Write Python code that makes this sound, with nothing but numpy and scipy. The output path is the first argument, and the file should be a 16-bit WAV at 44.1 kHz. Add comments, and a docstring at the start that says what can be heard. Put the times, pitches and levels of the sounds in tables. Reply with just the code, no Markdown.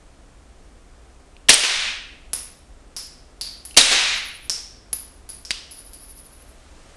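"""Ventilation rumbles all along in a wood-lined indoor range. At 1.5 s a suppressed pistol fires: gas
rushes out, steel parts clack and the far wall echoes, while a nearby camera turns its gain down and back
up. The spent brass case bounces and rings on the concrete floor. A second shot comes at 3.8 s; then the
first case rolls out and the second one bounces. At 5.5 s a last pull of the trigger only clicks.
Finally a sleeve rustles as the pistol is lowered, and the second case rolls to rest."""
import sys
import numpy as np
from scipy import signal
from scipy.fft import rfft, irfft, next_fast_len
from scipy.io import wavfile

SR = 44100
rng = np.random.default_rng(int(sys.argv[2]) if len(sys.argv) > 2 else 0)


def persist_wave(psi):
    """Save psi, clipped to +-1, as 16-bit WAV."""
    counts = np.round(np.clip(psi, -1, 1) * 32767).astype(np.int16)
    wavfile.write(sys.argv[1], SR, np.atleast_2d(counts).T)


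N = 307048
TIME = np.arange(N) / SR
AGE = np.arange(SR // 3) / SR  # seconds since a hit

# The two shots; thump, bark and echo levels are relative to the blast.
# start_s, level_db, thump_db, bark_hz, bark_db, echo_db (before the boost in shots)
GUNSHOTS = [(1.4918, 8, -24.5, 3400, -21.5, -10), (3.7721, 7.5, -20, 3800, -17, -7)]
# Hammer, firing pin and slide flying back at every shot. The ring level is relative to its clack.
# A decay is always the time to fade by 60 dB.
# after_blast_s, level_db, pitch_hz, ring_db, decay_s
FIRING_CLACKS = [(-0.0057, -13, 2910, -2.5, 0.016), (-0.0038, -7.5, 3160, -0.5, 0.013),
                 (0.011, 9, 4010, -7.5, 0.06)]
# Trigger, closing slide and the hammer falling with no shot: start_s, level_db, pitch_hz, ring_db, decay_s
SINGLE_CLACKS = [(1.366, -41.5, 2867, 15, 0.013), (1.533, 11.5, 5580, 2, 0.018),
                 (1.542, 16, 8660, 11.5, 0.011), (1.549, 10, 3386, -9, 0.016),
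                 (3.709, -39, 3020, 4.5, 0.04), (3.7438, -35.5, 2790, 6, 0.042),
                 (3.812, 11.5, 3880, 10, 0.033), (5.507, -7.5, 2160, -18, 0.0076),
                 (5.5095, -16, 2980, 1, 0.017), (5.5131, -16, 4750, -1, 0.019)]
# Cases hitting the floor; the mix depends on how the case is turned.
# start_s, tick_db, air_note_db, air_note_hz, ring_db, direct_db
CASE_BOUNCES = [(2.333, -1.5, -13.5, 5280, 3.5, 0), (2.965, -8.5, -4, 5200, -7, -5.5),
                (3.412, -18, 0, 4604, -8, -3), (3.652, -16, -27, 5030, -10, -1.5),
                (4.497, -5, 4.5, 5400, -11, 0.5), (4.93, -9.5, -19, 4920, 2.5, 3.5),
                (5.291, -15, -21.5, 4780, -5.5, -7.5), (5.451, -19.5, -10.5, 5290, -26, -2.5),
                (5.711, -20.5, -21.5, 5030, -8, -9), (5.934, -23, -26.5, 4840, -16, -1.5)]
# Cases rolling out: start_s, length_s, level_db, turns_per_s, dip_db
CASE_ROLLS = [(4.128, 0.42, -43, 10.66, 12), (5.758, 0.76, -43, 12.8, 7)]
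# The notes of a case's thin brass wall: pitch_hz, level_db, decay_s
BRASS_NOTES = [(10380, 0, .04), (10470, -6, .1), (11630, -10, .06)]
# How long the hall rings, from bass to treble: frequency_hz, decay_s
HALL_DECAY = [(35, 0.96), (150, 0.12), (500, 0.5217), (1500, 0.7), (2600, 0.7458), (5000, 0.5873),
              (8000, 0.4961), (11000, 0.4155)]

# The tone of each sound, from bass to treble: frequency_hz, level_db
BLAST_TONE = [(30, -8.5), (110, -21.5), (260, -10.5), (600, -0.5), (1100, -8.5), (1700, -2.5), (2700, 0.5),
              (4200, 0), (6000, -0.5), (7500, -4), (9800, 1), (11200, -13), (12000, -26.5)]  # gas leaving the suppressor
ECHO_TONE = [(150, -20), (350, 2), (600, -1), (1100, 0), (2400, 6.5), (4000, 3.5), (6500, 0.5),
             (9500, -7.5), (11500, -17)]  # the blast back from the far wall
CLACK_TONE = [(150, -18), (700, -14), (1500, -12), (2300, -8), (3300, -2), (5600, -3), (6800, -12),
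              (9800, -9), (11500, -25)]  # steel on steel
TICK_TONE = [(100, -8), (400, -3), (1500, -5.5), (4000, -4.5), (7000, 1.5), (10000, 8.5), (11000, -2),
             (12000, -27.5)]  # brass on concrete
SLEEVE_TONE = [(180, -33.5), (300, -4), (395, -13), (560, 1), (795, -5), (9240, -14.5), (11400, -25),
               (14900, -52), (22000, -120)]  # rubbing cloth
VENT_TONE = [(12, -29), (20, -3), (63, -2.5), (91, -17), (218, -20.5), (270, -17.5), (372, -21.5),
             (667, -23.5), (722, -23), (893, -28), (1260, -28), (1690, -31.5), (3650, -37), (9250, -38.5),
             (11400, -50.5), (14900, -83.5), (22000, -120)]  # the ventilation
HALL_TONE = [(35, 5), (120, -7), (300, 1), (600, -2.5), (1000, 1), (3000, 1.5), (5500, 2.5), (10000, 0)]  # the hall's reverb


def shots(echo_delay_s=0.14, echo_swell_s=0.0059, echo_boost_db=3.5):
    """Gas rushes from the suppressor with a bark and a low thump; the far wall slaps it back."""
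    out = np.zeros(N)
    for start_s, level_db, thump_db, bark_hz, bark_db, echo_db in GUNSHOTS:
        bark = gain(bark_db) * ping(bark_hz, decay_s=0.004)
        thump = gain(thump_db) * ping(pitch_hz=277.7, decay_s=0.05)
        blast = burst(click(BLAST_TONE) + bark + thump, decay_s=0.13, hall_db=3.5, build_s=0.02)
        add(out, start_s, gain(level_db) * blast)
        echo = burst(click(ECHO_TONE) + bark, decay_s=0.12, hall_db=-4.5, build_s=0.0052)
        # the slatted wall returns the sound along many paths, so the echo swells in
        swell = rise(np.arange(len(echo)) / SR, echo_swell_s)
        add(out, start_s + echo_delay_s, gain(level_db + echo_db + echo_boost_db) * swell * echo)
    return out


def steel_clacks(ring_share=0.34):
    """Trigger, hammer and slide strike and ring briefly; every shot repeats the same firing clacks."""
    out = np.zeros(N)
    firing = [(shot[0] + delay_s, *clack) for shot in GUNSHOTS for delay_s, *clack in FIRING_CLACKS]
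    for start_s, level_db, pitch_hz, ring_db, decay_s in firing + SINGLE_CLACKS:
        hit = click(CLACK_TONE) + gain(ring_db) * ping(pitch_hz, ring_share * decay_s)
        clack = burst(unit_energy(hit), decay_s, hall_db=-10, build_s=0.0095)
        add(out, start_s, gain(level_db) * clack)
    return out


def bouncing_cases(second_touch_s=0.0045, second_touch_db=-3):
    """A case lands on one end, then the other: it ticks, the air inside sounds and its wall rings."""
    out = np.zeros(N)
    for start_s, tick_db, air_note_db, air_note_hz, ring_db, direct_db in CASE_BOUNCES:
        tick = gain(tick_db) * click(TICK_TONE)
        air_note = gain(air_note_db) * ping(air_note_hz, decay_s=0.0049)
        ring = gain(ring_db) * brass_ring()
        paths = gain(1) * hall(build_s=0.0017)
        paths[0] += gain(direct_db)  # the sound that comes straight to the microphone
        add(paths, second_touch_s, gain([direct_db + second_touch_db]))
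        add(out, start_s, signal.fftconvolve(tick + air_note + ring, paths))
    return out


def brass_ring():
    """The thin wall of a case rings, a little differently each time."""
    return sum(gain(level_db + rng.normal(0, 1)) * ping(pitch_hz + rng.normal(0, 17), decay_s)
               for pitch_hz, level_db, decay_s in BRASS_NOTES)


def rolling_cases(touches_per_s=200, loss_db=12.5, loss_curve=2.2):
    """Cases chatter over the concrete in tiny touches, swelling once a turn and dying away."""
    out = np.zeros(N)
    for start_s, length_s, level_db, turns_per_s, dip_db in CASE_ROLLS:
        touches = (rng.random(N) < touches_per_s / SR) * rng.standard_normal(N)
        one_touch = brass_ring() + gain(-18) * click(TICK_TONE) + gain(-20) * ping(5020, decay_s=0.004)
        chatter = signal.fftconvolve(touches, one_touch)
        chatter = unit_level(signal.fftconvolve(chatter, hall(build_s=0.0049))[:N])
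        age_s = np.maximum(TIME - start_s, 0)
        rolled_s = np.minimum(age_s, length_s)
        lost_db = loss_db * (rolled_s / length_s) ** loss_curve  # weakens slowly at first
        turn_db = dip_db * np.cos(np.pi * turns_per_s * rolled_s) ** 2
        envelope = rise(age_s, rise_s=0.008) * fade(age_s - rolled_s, decay_s=0.32)
        out += gain(level_db - lost_db - turn_db) * envelope * chatter
    return out


def sleeve(start_s=5.66, start_db=-65, growth_db_per_s=9):
    """Cloth brushes as the arm comes down, growing steadily louder."""
    moving_s = TIME - start_s
    return (moving_s > 0) * gain(start_db + growth_db_per_s * moving_s) * noise(SLEEVE_TONE)


def ventilation(level_db=-47.5):
    """The ventilation gives a steady low rumble."""
    return gain(level_db) * noise(VENT_TONE)


def hall(build_s):
    """The hall's reverb after a click: noise that builds up, then fades at each frequency's own pace."""
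    hz, seconds, bands = signal.stft(rng.standard_normal(SR + SR // 4), SR, nperseg=512)
    shape = fade(seconds, look_up(HALL_DECAY, hz)[:, None]) * gain(look_up(HALL_TONE, hz))[:, None]
    tail = signal.istft(bands * shape, SR, nperseg=512)[1]
    return unit_energy(tail * rise(np.arange(len(tail)) / SR, build_s))


def burst(pulse, decay_s, hall_db, build_s):
    """Spread a pulse into a fading puff of noise, followed by the hall's reverb."""
    puff = rng.standard_normal(len(AGE)) * fade(AGE, decay_s)
    paths = gain(hall_db) * np.linalg.norm(puff) * hall(build_s)
    add(paths, 0, puff)
    return signal.fftconvolve(pulse, paths)


def click(tone, size=2048):
    """The shortest click that has this tone."""
    cepstrum = irfft(np.log(gain(look_up(tone, np.fft.rfftfreq(size, 1 / SR)))))
    # doubling the first half and clearing the second packs the energy at the start
    cepstrum[1:size // 2] *= 2
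    cepstrum[size // 2 + 1:] = 0
    pulse = irfft(np.exp(rfft(cepstrum)))
    return np.pad(unit_energy(pulse), (0, len(AGE) - size))


def ping(pitch_hz, decay_s):
    """One pure note that dies away."""
    return unit_energy(np.cos(2 * np.pi * pitch_hz * AGE) * fade(AGE, decay_s))


def noise(tone):
    """Steady noise with this tone."""
    return unit_level(filtered(rng.standard_normal(N), lambda hz: gain(look_up(tone, hz))))


def filtered(sound, response):
    """Turn each frequency up or down by response(hz)."""
    size = next_fast_len(len(sound) + SR // 4)
    return irfft(rfft(sound, size) * response(np.fft.rfftfreq(size, 1 / SR)), size)[:len(sound)]


def look_up(table, hz):
    """Read between a table's rows, with octaves evenly spaced."""
    frequencies, values = np.transpose(table)
    return np.interp(np.log(hz + 1), np.log(frequencies), values)


def gain(db):
    """Turn decibels into a multiplier."""
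    return 10 ** (np.asarray(db) / 20)


def unit_level(sound):
    """Scale to an average (rms) level of 1."""
    return sound / np.sqrt(np.mean(sound ** 2) + 1e-20)


def unit_energy(sound):
    """Scale to a total energy of 1."""
    return sound / np.linalg.norm(sound)


def rise(seconds, rise_s):
    """Climb from 0 towards 1."""
    return 1 - np.exp(-seconds / rise_s)


def fade(seconds, decay_s):
    """Fall by 60 dB every decay_s."""
    return np.exp(-np.log(1000) * seconds / np.maximum(decay_s, 1e-4))


def add(track, start_s, sound):
    """Mix a sound into a track."""
    part = track[round(start_s * SR):][:len(sound)]
    part += sound[:len(part)]


def smoothed(values, lag_s):
    """Follow the values with a lag."""
    keep = np.exp(-1 / (lag_s * SR))
    return signal.lfilter([1 - keep], [1, -keep], values)


def gain_control(sound, threshold_db=-10.5, attack_s=0.01, recovery_db_per_s=66.5):
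    """Loud sound pulls the gain down quickly; it climbs back at a steady rate."""
    level_db = 10 * np.log10(smoothed(sound ** 2, lag_s=0.004) + 1e-12)
    excess_db = np.maximum(level_db - threshold_db, 0)
    climb_db = recovery_db_per_s * TIME
    cut_db = np.maximum.accumulate(excess_db + climb_db) - climb_db
    return sound * gain(-smoothed(cut_db, attack_s))


def scene():
    """Everything as it reaches the microphone, in one channel."""
    return (shots() + steel_clacks() + bouncing_cases() + rolling_cases() + sleeve() + ventilation())[None]


def record(dry):
    """The camera ducks its gain, overloads as a shot begins and cuts the highest treble."""
    ceiling, top_hz = gain(-1.5), 11800
    ducked = gain_control(dry[0])
    squashed = ducked / (1 + (ducked / ceiling) ** 4) ** (1 / 4)
    return filtered(squashed, lambda hz: 1 / np.sqrt(1 + (hz / top_hz) ** 120))[None]


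dry = scene()
out = record(dry)
persist_wave(out)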